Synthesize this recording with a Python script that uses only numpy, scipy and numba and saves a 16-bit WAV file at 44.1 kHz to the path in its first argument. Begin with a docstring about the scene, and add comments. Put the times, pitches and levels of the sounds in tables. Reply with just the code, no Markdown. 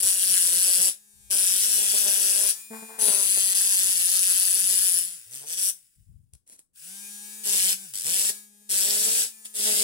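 """Table top in a small, nearly silent room, close to a stereo microphone: a battery engraving pen grinds a pebble.
Its off-centre burr bites once a turn, crushing grains that hiss and ring the shaft, the burr and the stone.
The motor sags under load and whirs between cuts; its unbalanced rotor hums and rattles the stone on the table.
Midway it is switched off, the stone is bumped, slid and tapped, and the motor spins up again.
Everything is shaped noise, clicks, resonances and tones, and one shaft angle drives all sounds of the pen."""
import sys
import numpy as np
from scipy import signal
from scipy.fft import rfft, irfft
from scipy.io import wavfile
from scipy.ndimage import uniform_filter1d, map_coordinates
from numba import njit

SR = 44100
rng = np.random.default_rng(int(sys.argv[2]) if len(sys.argv) > 2 else 0)


def store_wav(level_fs):
    """Save 16-bit WAV to argv[1]."""
    pcm = np.round(np.clip(np.atleast_2d(level_fs), -1, 1) * 32767)
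    wavfile.write(sys.argv[1], SR, pcm.T.astype(np.int16))


N = 433503
T = np.arange(N) / SR  # t/s

# Levels in the tables are relative, ahead of the trims in the functions.
# motor speed with the power on, lower the harder the hand presses: [t/s, f/Hz (turns per second)]
MOTOR_SPEED = [(0.0, 186), (0.23, 187), (0.5, 175), (0.66, 187), (0.77, 179), (0.88, 190), (0.97, 209),
               (1.28, 204), (1.48, 181), (1.76, 214), (1.88, 196), (2.0, 212), (2.15, 194), (2.42, 199),
               (2.62, 222), (2.98, 222), (3.13, 201), (3.4, 193), (3.87, 191), (3.95, 183), (4.47, 184),
               (4.8, 192), (4.94, 174), (5.07, 181), (5.15, 174), (5.42, 145), (5.6, 194), (6.9, 208),
               (7.2, 206), (7.42, 213), (7.6, 188), (7.84, 196), (8.35, 211), (8.55, 205.6), (8.69, 209),
               (8.81, 194), (9.04, 216), (9.29, 226.8), (9.35, 218), (9.5, 213), (9.83, 209)]
# button let go, so the motor coasts: [off t/s, on again t/s]
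PAUSES = [(5.151, 5.26), (5.775, 6.73), (7.85, 8.005)]
# burr pressed on the stone: [touch t/s, lift t/s, attack/s, release/s, scrape level/dB,
# shaft ring over the scrape level/dB, table buzz level/dB]
CUTS = [ (-0.01, 0.889, 0.013, 0.017, -33, 8, -59.5), (1.301, 2.504, 0.007, 0.019, -33, 7, -58.5),
        (2.984, 3.532, .018, 0.02, -35, 9.5, -59.5), (3.545, 4.975, 0.0087, 0.075, -33.5, 8.5, -60.5),
        (5.301, 5.364, .04, 0.066, -45.5, 1, -65), (5.457, 5.535, 0.092, 0.034, -33.5, 0, -56.5),
        (5.565, 5.701, 0.019, 0.0091, -35, 5.5, -63.5), (7.431, 7.727, 0.031, 0.0153, -32, 4, -56),
        (7.935, 8.047, 0.002, 0.021, -42.5, 2, -65.5), (8.035, 8.298, .045, 0.012, -33, 4.5, -57.5),
        (8.689, 9.234, .015, 0.0261, -33, 5, -54.5), (9.444, 9.455, .015, 0.011, -42.5, 7, -76),
        (9.535, 9.85, 0.065, .02, -32, 5, -52.5), ]
# the burr skips over a pit: [t/s, length/s, dip level/dB]
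PIT_SKIPS = [(0.019, 0.0043, -17), (0.166, 0.032, -4), (3.541, 0.0043, -11)]
# where and how the burr meets the stone: [t/s, burr ring level/dB, stone ring level/dB, # left minus right of
# shaft and strike level/dB, high sizzle level/dB, sharp strike at the height of each bite level/dB]
GRIP = [(.5, 3.5, 0, 3, -31, 0), (2.2, -0.5, -1, 4, -24, -3), (3.1, 2.5, 1.5, 8, -14, -7.5),
        (3.7, 1, 0, 1.5, -31, -3.5), (5, 1, 1.5, 4, 7, -9), (5.35, -2, -3, 0, -25, 3),
        (5.65, 1, 4.5, 5, 9, -8), (7.5, 1.5, -1, 2.5, -14.5, -2.5), (9.8, 2.5, 1, 0, -21, -0.5)]
# angle of the pen and spot on the stone retune the rings: [t/s, shaft pitch ratio, stone pitch ratio]
TUNING = [(.4, 0.98, 1.09), (2.5, 0.993, 1.133), (3.1, 0.979, .93), (3.8, 0.992, .99), (5.2, 0.99, 1.02),
          (5.33, 0.93, 1.25), (5.75, .964, 1.1), (7.55, 0.98, 1.03), (8.2, 0.96, 1.06), (9.2, 0.95, 1.04),
          (9.7, 0.94, 1.03)]
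# the shaft's ring reaches the left side later as the pen moves right: [t/s, lag/s]
SHAFT_LAG = [(2.5, .000228), (3.05, .000218), (3.7, .000231), (5, .000224), (5.6, .000239), (7.5, .000244),
             (8.2, .000252), (8.75, .000246), (9.1, .000262), (9.7, .000255)]
# colour of crushed grains: [f/Hz, level/dB]
SCRAPE_COLOUR = [(80, -29.5), (280, -22), (1150, -24), (1450, -11.5), (1680, -8.5), (2150, -14), (2700, -3),
                 (3400, -3.5), (4000, -7), (5100, -1.5), (6000, -1.5), (6800, -1.5), (8000, 3.5),
                 (11000, 4), (12500, -1), (13500, -3), (16000, -1)]
# resonances of the steel shaft, before retuning: [f/Hz, width/Hz, level/dB]
SHAFT_MODES = [(9608, 777, -7), (9886, 790, -4.5), (10940, 700, -15.5), (12800, 760, -28)]
# resonances of the burr: [f/Hz, width/Hz, level/dB]
BURR_MODES = [(7630, 460, -5), (7900, 400, 4.5), (8440, 180, -8.5)]
# resonances of the stone, before retuning: [f/Hz, width/Hz, level/dB]
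STONE_MODES = [(5354, 1440, 0.5), (5740, 650, -2.5), (6860, 600, -2)]
# broad sizzle above the rings: [f/Hz, width/Hz, level/dB]
SIZZLE_BANDS = [(12450, 800, 1), (14600, 14000, -2)]
# sideways bending of the pen, passed through twice: [f/Hz, width/Hz, level/dB per pass]
BENDING_MODES = [(1806, 570, 3.5), (3760, 460, 2.5)]
# motor at full speed, changing with the grip: [t/s, whir level/dB, hum level/dB, brush rub against buzz level/dB]
MOTOR_LEVELS = [(1.05, -58.5, -72, -17.5), (1.28, -55.5, -70, -14), (2.58, -41, -74, -11.5),
                (2.69, -50, -68, -20), (2.76, -44, -75, -22), (2.97, -48, -66.5, -23),
                (5.25, -46, -68, -13.5), (5.82, -58, -76, -5), (6.2, -58.5, -72, -8), (6.74, -52, -60, -5),
                (6.76, -43.5, -75, 0), (6.87, -41, -56.5, -8.5), (7.85, -42.5, -55, -6.5),
                (8.36, -42, -60, -5), (8.5, -58, -61, -23.5), (8.68, -57.5, -61, -22.5),
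                (9.35, -50.5, -66, -18)]
# colour of the plastic case: [f/Hz, level/dB]
CASE_COLOUR = [(100, -40), (300, -21.5), (700, -33.5), (1200, -26.5), (1650, -12.5), (2000, -15.5),
               (2700, -8), (4000, -13.5), (5000, -5), (5700, -7.5), (6400, -9.5), (7100, -2), (7800, 1),
               (8600, -1), (9800, 5.5), (12000, -10), (15800, -0.5)]
# narrow resonances of the case: [f/Hz, width/Hz, level/dB]
CASE_MODES = [(2442, 12, 6.5), (5580, 62, -0.5)]
# clean tones of the rotor: [multiple of the shaft speed, level/dB against the whir]
ROTOR_TONES = [(2, -44), (3, -48), (4, -29), (5, -32)]
# the stone rocks and rattles on the table: [start t/s, end t/s, release/s, once-a-turn hum level/dB,
# buzz level/dB, hard clatter level/dB]
RATTLES = [(0.276, 0.335, .007, -53.5, -62, -74), (0.53, 0.597, 0.0068, -57, -60, -81),
           (0.649, 0.906, .007, -63.5, -55, -82), (0.79, 0.823, .012, -48.5, -69, -74),
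           (1.298, 1.44, .007, -60, -53.5, -74.5), (1.74, 1.892, .007, -60, -54, -65),
           (1.93, 2.482, .007, -73, -52, -69.5), (2.055, 2.084, 0.01, -50, -44.5, -52.5),
           (2.429, 2.457, 0.0085, -63, -48, -46), (2.703, 2.732, .04, -38.5, -50.5, -73),
           (2.724, 2.764, 0.085, -44.5, -62, -46), (2.82, 2.829, 0.02, -41, -49.5, -49),
           (2.883, 2.968, .01, -72.5, -60, -49.5), (2.979, 3.202, .05, -67.5, -47.5, -44),
           (3.079, 3.104, 0.0092, -41.5, -46.5, -55.5), (3.368, 3.38, .007, -55, -41.5, -51),
           (5.263, 5.395, 0.0077, -63, -73.5, -86.5), (5.406, 5.455, .007, -62, -58.5, -59),
           (7.454, 7.554, 0.018, -55, -49, -51), (8.046, 8.108, 0.037, -53, -54, -54),
           (8.288, 8.304, .007, -48.5, -46, -61), (8.845, 9.09, .007, -52.5, -53, -66),
           (9.591, 9.853, 0.0082, -48.5, -49, -59)]
# colour of the table's buzz: [f/Hz, level/dB]
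TABLE_COLOUR = [(60, -44.5), (150, -32.5), (245, 8.5), (320, -4.5), (430, 9), (620, 2.5), (850, -3.5),
                (1200, -13.5), (2000, -5), (4000, -49.5)]
# rings of the stone clattering hard, passed through twice: [f/Hz, width/Hz, level/dB per pass]
CLATTER_MODES = [(715, 160, 2.5), (830, 160, 5.5), (1095, 190, 2), (1400, 400, 2), (1850, 920, 1)]
# hands bump the stone and the table: [start t/s, end t/s, attack/s, release/s, level/dB]
BUMPS = [(0.03, 0.06, 0.011, 0.013, -50), (1.13, 1.48, 0.006, 0.03, -64.5), (3.03, 3.4, 0.014, 0.23, -75),
         (5.96, 6.03, 0.01, 0.021, -59), (6.06, 6.14, 0.022, 0.071, -48), (6.33, 6.355, .004, 0.0071, -53)]
# the stone slides on the table: [start t/s, end t/s, attack/s, release/s, level/dB]
SLIDES = [(6.332, 6.337, 0.0011, 0.021, -49), (6.461, 6.55, 0.018, 0.03, -46),
          (6.586, 6.596, 0.0037, 0.0046, -50)]
# single knocks of burr, stone and pen body: [t/s, level/dB]
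TAPS = [(0.034, -14), (6.3355, -30.5), (6.476, -42), (6.498, -30), (6.535, -37), (6.592, -29), (6.777, -52),
        (7.9374, -21), (7.946, -36), (7.957, -21), (7.968, -36), (9.4542, -22.5)]
# colour of the hands' bumps: [f/Hz, level/dB]
HAND_COLOUR = [(20, -23), (58, 14), (130, 4), (220, -15), (500, -39), (2000, -62)]
# colour of slides and knocks: [f/Hz, level/dB]
PEBBLE_COLOUR = [(80, -23), (300, -7), (800, -15), (1800, -15.5), (4000, -12), (7000, -6.5), (10000, 5),
                 (13000, -17), (16000, -7)]
# colour of the background: [f/Hz, level/dB]
FLOOR_COLOUR = [(30, 2.5), (200, 0.5), (600, -20), (3000, -32.5), (10000, -31), (16000, -35)]
# near reflections off table and hand tilt the two sides: [f/Hz, left minus right level/dB]
SIDE_TILT = [(200, 3.5), (400, -6.5), (700, -3.5), (1300, 5), (1900, 0), (3200, 3), (5000, 3), (6300, 9),
             (8000, -0.5), (12000, 5.5), (15000, -1)]

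TOP_HZ = 15800
COAST_S, SPIN_UP_S = .17, .075  # time constants of the rotor
# speed wander as a share of the speed: running free, extra in a cut as grains catch the burr, and its rate
SNAG_FREE, SNAG_LOADED, SNAG_PER_S = 0.00056, .012, 40
FRESH_DB, FRESH_S = 1.5, 0.11  # the shaft rings harder just after it touches
RING_WANDER_DB, RING_WANDER_PER_S = 0.57, 7.8  # and unevenly from crystal to crystal
RING_ON_DB, RING_ON_S = -19, 0.036  # it chatters on a little as it lifts
GRAIN_REPEAT_DB, GRAIN_JITTER_S = 1, .000018  # proud grains against loose grit, and their timing scatter
DRAG_DB = 3.5  # rasp of the whole stone against the scrape
BEND_CUT_DB, BEND_WHIR_DB = -12.5, -15.5  # bending against the scrape and against the whir
POLE_DB, HARMONIC_SCATTER_DB = 2.5, 3  # the three-pole rotor favours every third harmonic
WHIR_LAW, HUM_LAW = 1.0, 2.1  # powers of the speed share
RATTLE_ATTACK_S = 0.0032
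HUM_OVER_BUZZ_DB, FREE_BUZZ_DB = -5.5, -17  # hum against buzz in a cut; buzz against hum in the air
BUMP_IN_CUT_DB = -47  # rumble of the hand against the scrape


def undb(db):
    """Decibels to gain."""
    return 10 ** (np.asarray(db) / 20)


def unit(x):
    """Scale to rms 1."""
    return x / np.sqrt(np.mean(x ** 2))


def curve(rows, axis=1):
    """One column of a table, joined by straight lines in time."""
    rows = np.asarray(rows)
    return np.interp(T, rows[:, 0], rows[:, axis])


def walk(rate):
    """Smooth chance with a spread near 1, moving at about the given rate per second."""
    k = int(SR / rate)
    return 1.2 * uniform_filter1d(np.repeat(rng.standard_normal(N // k + 1), k), k)[:N]


def envelope(start, end, attack_s, release_s):
    """Rise from the start, hold, and die away after the end."""
    rise = 1 - np.exp(-np.maximum(T - start, 0) / max(attack_s, 1e-4))
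    return rise * np.exp(-np.clip((T - end) / max(release_s, 1e-4), 0, 30))


def swells(rows):
    """Summed gain of events given as (start, end, attack, release, dB)."""
    return sum(envelope(*row[:4]) * undb(row[4]) for row in rows)


def colour(x, points):
    """Minimum-phase filter through (Hz, dB) points, made by folding the cepstrum."""
    hz, db = np.transpose(points)
    grid = np.linspace(1, SR / 2, 2049)
    cepstrum = irfft(np.log(undb(np.interp(np.log(grid), np.log(hz), db))))
    half = len(cepstrum) // 2
    fold = np.r_[1, np.full(half - 1, 2), np.zeros(half)]
    response = irfft(np.exp(rfft(cepstrum * fold)))
    return signal.oaconvolve(x, response)[:N]


@njit
def resonate(x, hz, width):
    """Band-pass with gain 1 at a centre that may move (state-variable filter)."""
    y, b, l = np.empty(len(x)), 0., 0.
    for i in range(len(x)):
        g = np.tan(np.pi * hz[i] / SR)
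        k = np.pi * width / SR * (g + 1 / g)
        v = (b + g * (x[i] + 1e-18 - l)) / (1 + g * (g + k))
        b, l, y[i] = 2 * v - b, l + 2 * g * v, k * v
    return y


def ring(x, modes, tuning=1):
    """Parallel resonances, alternating in sign as along a rod."""
    total = 0
    for k, (hz, width, db) in enumerate(modes):
        centre = np.minimum(hz * tuning * np.ones(N), .45 * SR)
        total = total + (-1) ** k * undb(db) * resonate(x, centre, float(width))
    return total


def clicks(times, sizes):
    """Impulses placed between samples with a short windowed sinc."""
    at = np.ravel(times)[:, None] * SR
    index = at.astype(int) + np.arange(-5, 7)
    shape = np.sinc(index - at) * np.cos(np.pi * (index - at) / 12) ** 2
    inside = (index >= 0) & (index < N)
    return np.bincount(index[inside], (shape * np.ravel(sizes)[:, None])[inside], N)


def space(x, near_db, room_db, pan_db, near_s, shift_s, lag_s=.00023, room_t60=0.2, lopsided_db=5,
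          near_from_hz=600, size=4096):
    """Direct sound, left later by the lag; scatter off table and hand shifts as the hand moves; a small room."""
    t, sides = T[:2 * size], []
    padded = np.pad(x, (size, 2 * size))
    blocks = np.lib.stride_tricks.sliding_window_view(padded, 2 * size)[::size]
    spectra = rfft(blocks * np.hanning(2 * size), 4 * size)
    high_pass = signal.butter(1, near_from_hz, "high", fs=SR)
    for sign in (1, -1):  # left, right
        # the scatter drifts from block to block
        near = rng.standard_normal((len(blocks), size // 2))
        near = signal.lfilter([1], [1, -np.exp(-size / SR / shift_s)], near, axis=0)
        near = signal.lfilter(*high_pass, near * (np.exp(-t / near_s) * (t > .0004))[:size // 2])
        near /= np.linalg.norm(near, axis=1, keepdims=True)
        room = rng.standard_normal(len(t)) * undb(-60 * t / room_t60) * (t > .006)
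        room *= undb(room_db - 0.82 * sign) / np.linalg.norm(room)
        response = np.tile(room, (len(blocks), 1))
        response[:, :size // 2] += undb(near_db - lopsided_db * sign) * near
        response[:, int(lag_s * SR) * (sign > 0)] += 1
        # reflections ripple the spectrum finely but leave its broad colour alone
        transfer = rfft(response, 4 * size)
        transfer /= np.sqrt(uniform_filter1d(np.abs(transfer) ** 2, 600 * size // SR))
        # overlap-add
        parts = np.split(irfft(spectra * transfer), 4, axis=1)
        heard = sum(np.pad(part.ravel(), (k * size, 0))[size:size + N] for k, part in enumerate(parts))
        sides.append(undb(sign * pan_db / 2) * heard)
    return np.array(sides)


def spin():
    """The share of full speed: the rotor coasts down in each pause and spins up after it."""
    share = np.ones(N)
    for off, on in PAUSES:
        lost = 1 - np.exp(-np.clip(T - off, 0, on - off) / COAST_S)
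        share *= 1 - lost * np.exp(-np.maximum(T - on, 0) / SPIN_UP_S)
    return share


def contact():
    """The cuts as three gains: scrape, ring of the shaft and buzz of the table."""
    scrape = shaft = buzz = 0
    for touch, lift, attack_s, release_s, scrape_db, ring_db, buzz_db in CUTS:
        press = envelope(touch, lift, attack_s, release_s)
        lingering = np.maximum(press, undb(RING_ON_DB) * envelope(touch, lift, attack_s, RING_ON_S))
        fresh_db = FRESH_DB * np.exp(-np.maximum(T - touch, 0) / FRESH_S)
        scrape = scrape + press * undb(scrape_db)
        shaft = shaft + lingering * undb(scrape_db + ring_db + fresh_db)
        buzz = buzz + press * undb(buzz_db)
    skip_db = sum(db * np.exp(-np.minimum(((T - at) / length) ** 2, 20)) for at, length, db in PIT_SKIPS)
    skips = undb(skip_db)
    return scrape * skips, shaft * skips * undb(RING_WANDER_DB * walk(RING_WANDER_PER_S)), buzz


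def bites(turns, width, scatter_db, slip, drag_db):
    """Contact force: the burr's high side bites once a turn, each time differently, over a light steady drag."""
    turn = turns.astype(int)
    size, shift = rng.standard_normal((N // 50, 2)).T
    # width and slip are in turns
    bite = np.exp(-.5 * ((turns - turn - .5 - slip * shift[turn]) / width) ** 2)
    return bite * undb(scatter_db * size[turn]) + undb(drag_db)


def grit(spread_db):
    """Abrasive grains breaking stone: dense noise of quickly changing level."""
    return unit(rng.standard_normal(N) * undb(spread_db * walk(2500)))


def proud_grains(turns, spread_db, wear, count=22):
    """The burr's tallest grains strike at the same angles each turn; their shares change as the stone gives way."""
    angles = (np.arange(count) + rng.random(count)) / count
    at = np.arange(int(turns[-1]))[:, None] + angles
    depth, late = rng.standard_normal((2, count, N // 150))[:, :, :len(at)].transpose(0, 2, 1)
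    depth = unit(signal.lfilter([1], [1, np.clip(wear, .01, 1) - 1], depth, axis=0))
    times = np.interp(at, turns, T) + GRAIN_JITTER_S * late
    return unit(clicks(times, depth * undb(spread_db * np.abs(depth))))


def chips(turns, spread_db):
    """Once a turn a flake snaps off: mostly tiny, now and then a sharp tick."""
    where, size = rng.random((int(turns[-1]), 2)).T
    times = np.interp(np.arange(len(size)) + .3 + .25 * where, turns, T)
    return unit(clicks(times, undb(spread_db * size ** 3)))


def bending(x):
    """The pen's sideways ring pushes air towards one microphone and away from the other: opposite signs."""
    return unit(ring(ring(x, BENDING_MODES), BENDING_MODES)) * np.array([[1], [-1]])


def rasp(turns, pressure):
    """The whole stone rasps on between the bites, with separate grains on each side."""
    sides = []
    for _ in range(2):
        grains = grit(spread_db=4) + 1.2 * proud_grains(turns, spread_db=1, wear=.1)
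        sides.append(unit(colour(grains, SCRAPE_COLOUR)))
    force = unit(pressure * bites(turns, width=.16, scatter_db=2.5, slip=.05, drag_db=-1))
    return np.array(sides) * force * undb(DRAG_DB)


def grinding(turns, gain, shaft_gain):
    """Each bite carries a sharp strike at its height and crushes grains, which hiss and ring stone, burr and
    shaft."""
    pressure = undb(.5 * walk(28))
    grains = grit(spread_db=3) + undb(GRAIN_REPEAT_DB) * proud_grains(turns, spread_db=2.2, wear=.1)
    crush = unit(grains * bites(turns, width=.07, scatter_db=2.1, slip=.02, drag_db=-10))
    crush = unit(pressure * np.tanh((crush + .2 * chips(turns, spread_db=14)) / 5))
    strike = np.tanh(grains / 2) * bites(turns, width=.035, scatter_db=1.5, slip=.015, drag_db=-40)
    strike = unit(colour(strike, SCRAPE_COLOUR)) * undb(curve(GRIP, axis=5))
    force = pressure * bites(turns, width=.085, scatter_db=1.3, slip=.02, drag_db=-20)
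    # the contact damps the steel, which evens out the strongest bites
    shaft = unit(ring(grit(spread_db=1.2) * force, SHAFT_MODES, curve(TUNING)))
    shaft = unit(np.tanh(shaft / 3)) * shaft_gain * undb(2.0)
    burr = unit(ring(grit(spread_db=-1.5) * (force + 0.18), BURR_MODES)) * undb(curve(GRIP))
    stone = unit(ring(crush, STONE_MODES, curve(TUNING, axis=2))) * undb(curve(GRIP, axis=2))
    sizzle = unit(ring(crush, SIZZLE_BANDS)) * undb(curve(GRIP, axis=4))
    scrape = unit(colour(crush, SCRAPE_COLOUR)) * undb(5.0) + stone + sizzle + burr
    drag = rasp(turns, pressure)
    left, right = space(shaft + strike * gain, near_db=-5, room_db=-11, pan_db=0, near_s=0.002,
                        shift_s=.5, lag_s=0, lopsided_db=3)
    left = map_coordinates(left, [(T - curve(SHAFT_LAG)) * SR])
    tip = np.array([left, right]) * undb(curve(GRIP, axis=3) * np.array([[.5], [-.5]]))
    body = space(scrape * gain, near_db=7, room_db=-3, pan_db=-1.5, near_s=0.0035, shift_s=.4)
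    return body + tip + (drag + bending(crush) * undb(BEND_CUT_DB)) * gain


def brushes(turns, count=72, size=2048):
    """The brushes scrape the same way on every turn: a stack of harmonics, every third one stronger."""
    order = np.arange(count)
    level_db = POLE_DB * (order % 3 == 0) + HARMONIC_SCATTER_DB * rng.standard_normal(count)
    strength = undb(level_db) * (order > 0)
    one_turn = irfft(strength * np.exp(-2j * np.pi * np.cumsum(.7 * rng.random(count))), size)
    return unit(np.interp(turns % 1, np.arange(size) / size, one_turn))


def motor(turns, hz, share):
    """The brushes buzz and rub inside the plastic case and shake the pen; the rotor and the case sing."""
    stack = brushes(turns)
    # a slow rotor rubs more than it buzzes
    rub = undb(curve(MOTOR_LEVELS, axis=3) + 60 * np.clip(1 - hz / 205, 0, .33))
    drive = (stack + rub * grit(spread_db=3)) / np.hypot(1, rub)
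    whir = unit(colour(drive, CASE_COLOUR))
    tones = 0
    for order, db in ROTOR_TONES:
        tone = np.sin(2 * np.pi * (round(order) * turns + rng.random()))
        tones = tones + undb(db + 2 * walk(11)) * tone
    gain = undb(curve(MOTOR_LEVELS) + 1.5) * share ** WHIR_LAW
    singing = (tones + ring(stack, CASE_MODES)) * np.clip(hz / 205, 0, 1) ** 4
    body = space(whir * gain, near_db=1, room_db=-9, pan_db=1.5, near_s=0.0036, shift_s=0.6, lag_s=0)
    return body + (singing + bending(drive) * undb(BEND_WHIR_DB)) * gain


def clattering(turns, slip, scatter_db, scuff_db):
    """The stone lands a little differently on every turn and scuffs the table as it does."""
    late, size = rng.standard_normal((int(turns[-1]), 2)).T
    times = np.interp(np.arange(len(size)) + .5 + slip * late, turns, T)
    landings = unit(clicks(times, undb(scatter_db * size)))
    scuff = unit(rng.standard_normal(N) * bites(turns, width=.12, scatter_db=2.5, slip=.03, drag_db=-12))
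    return unit(ring(ring(landings + undb(scuff_db) * scuff, CLATTER_MODES), CLATTER_MODES))


def shaking(turns, share, load, cut_buzz):
    """The unbalanced rotor hums; pressed on the stone, it knocks it against the table once a turn."""
    free = undb(curve(MOTOR_LEVELS, axis=2)) * share ** HUM_LAW
    hum_power = free ** 2 + (cut_buzz * undb(HUM_OVER_BUZZ_DB)) ** 2
    buzz_power = (free * undb(FREE_BUZZ_DB)) ** 2 + cut_buzz ** 2
    clatter_power = 0
    for start, end, release_s, hum_db, buzz_db, clatter_db in RATTLES:
        rocking = envelope(start, end, RATTLE_ATTACK_S, release_s)
        clatter_power = clatter_power + (rocking * undb(clatter_db)) ** 2
        hum_power = hum_power + (rocking * undb(hum_db)) ** 2
        buzz_power = buzz_power + (rocking * undb(buzz_db)) ** 2
    at = np.arange(int(turns[-1])) + .5
    late, size = rng.standard_normal((len(at), 2)).T
    knocks = unit(clicks(np.interp(at, turns, T) + .00007 * late, undb(2 * size)))
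    # light contact chatters, firm contact knocks evenly
    chatter_db = np.clip(-9 - .6 * (10 * np.log10(buzz_power) + 48), -12, -1)
    chatter = undb(chatter_db) * np.sqrt(load)
    buzz = (knocks + chatter * rng.standard_normal(N)) / np.hypot(1, chatter)
    buzz = unit(colour(buzz, TABLE_COLOUR) * undb(2.8 * walk(30)))
    hum = unit(np.sin(2 * np.pi * turns) * undb(3 * walk(60) * (chatter + .3)))
    clatter = clattering(turns, slip=.02, scatter_db=3, scuff_db=-3)
    table = buzz * np.sqrt(buzz_power) * undb(3.5) + clatter * np.sqrt(clatter_power) * undb(-2.0)
    spread = space(table, near_db=-6, room_db=-8.5, pan_db=6.0, near_s=0.0091, shift_s=1.0)
    return hum * np.sqrt(hum_power) * undb(-2.5) + spread


def handling(scrape):
    """Soft bumps and a rumble of the hand in each cut, a dry slide of the stone and small knocks."""
    rumble = np.array([unit(colour(rng.standard_normal(N), HAND_COLOUR)) for _ in range(3)])
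    # one rumble shared by both sides, one of its own for each
    bumps = (.5 * rumble[0] + rumble[1:]) * undb([[3], [-5]])
    bumps = bumps * (swells(BUMPS) + undb(BUMP_IN_CUT_DB) * scrape)
    slide = unit(colour(grit(spread_db=6.0) * undb(1.9 * walk(90)), PEBBLE_COLOUR))
    slide = slide * swells(SLIDES) * undb(-5.0)
    times, peak_db = np.transpose(TAPS)
    taps = colour(clicks(times, undb(peak_db + 12)), PEBBLE_COLOUR)
    return bumps + space(slide + taps, near_db=5, room_db=-8.5, pan_db=0, near_s=0.0018, shift_s=1)


def background():
    """The nearly silent room: faint coloured noise, independent on each side."""
    floor = np.array([unit(colour(rng.standard_normal(N), FLOOR_COLOUR)) for _ in range(2)])
    return undb(-81.5) * floor


def scene():
    """One shaft angle drives all sounds of the pen; hands and room are added."""
    scrape, shaft, buzz = contact()
    load, share = np.clip(scrape / undb(-34), 0, 1), spin()
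    wander = (SNAG_FREE + SNAG_LOADED * load) * walk(SNAG_PER_S)
    hz = curve(MOTOR_SPEED) * share * (1 + wander)
    turns = np.cumsum(hz) / SR
    pen = grinding(turns, scrape, shaft) + motor(turns, hz, share) + shaking(turns, share, load, buzz)
    return pen + handling(scrape) + background()


def record(dry):
    """The stereo microphone: the two sides are tilted against each other, and the top is cut steeply."""
    sides = []
    for x, sign in zip(dry, (1, -1)):
        sides.append(colour(x, [(hz, sign * db / 2) for hz, db in SIDE_TILT]))
    return signal.sosfilt(signal.ellip(10, .2, 80, TOP_HZ, fs=SR, output="sos"), sides)


dry = scene()
out = record(dry)
store_wav(out)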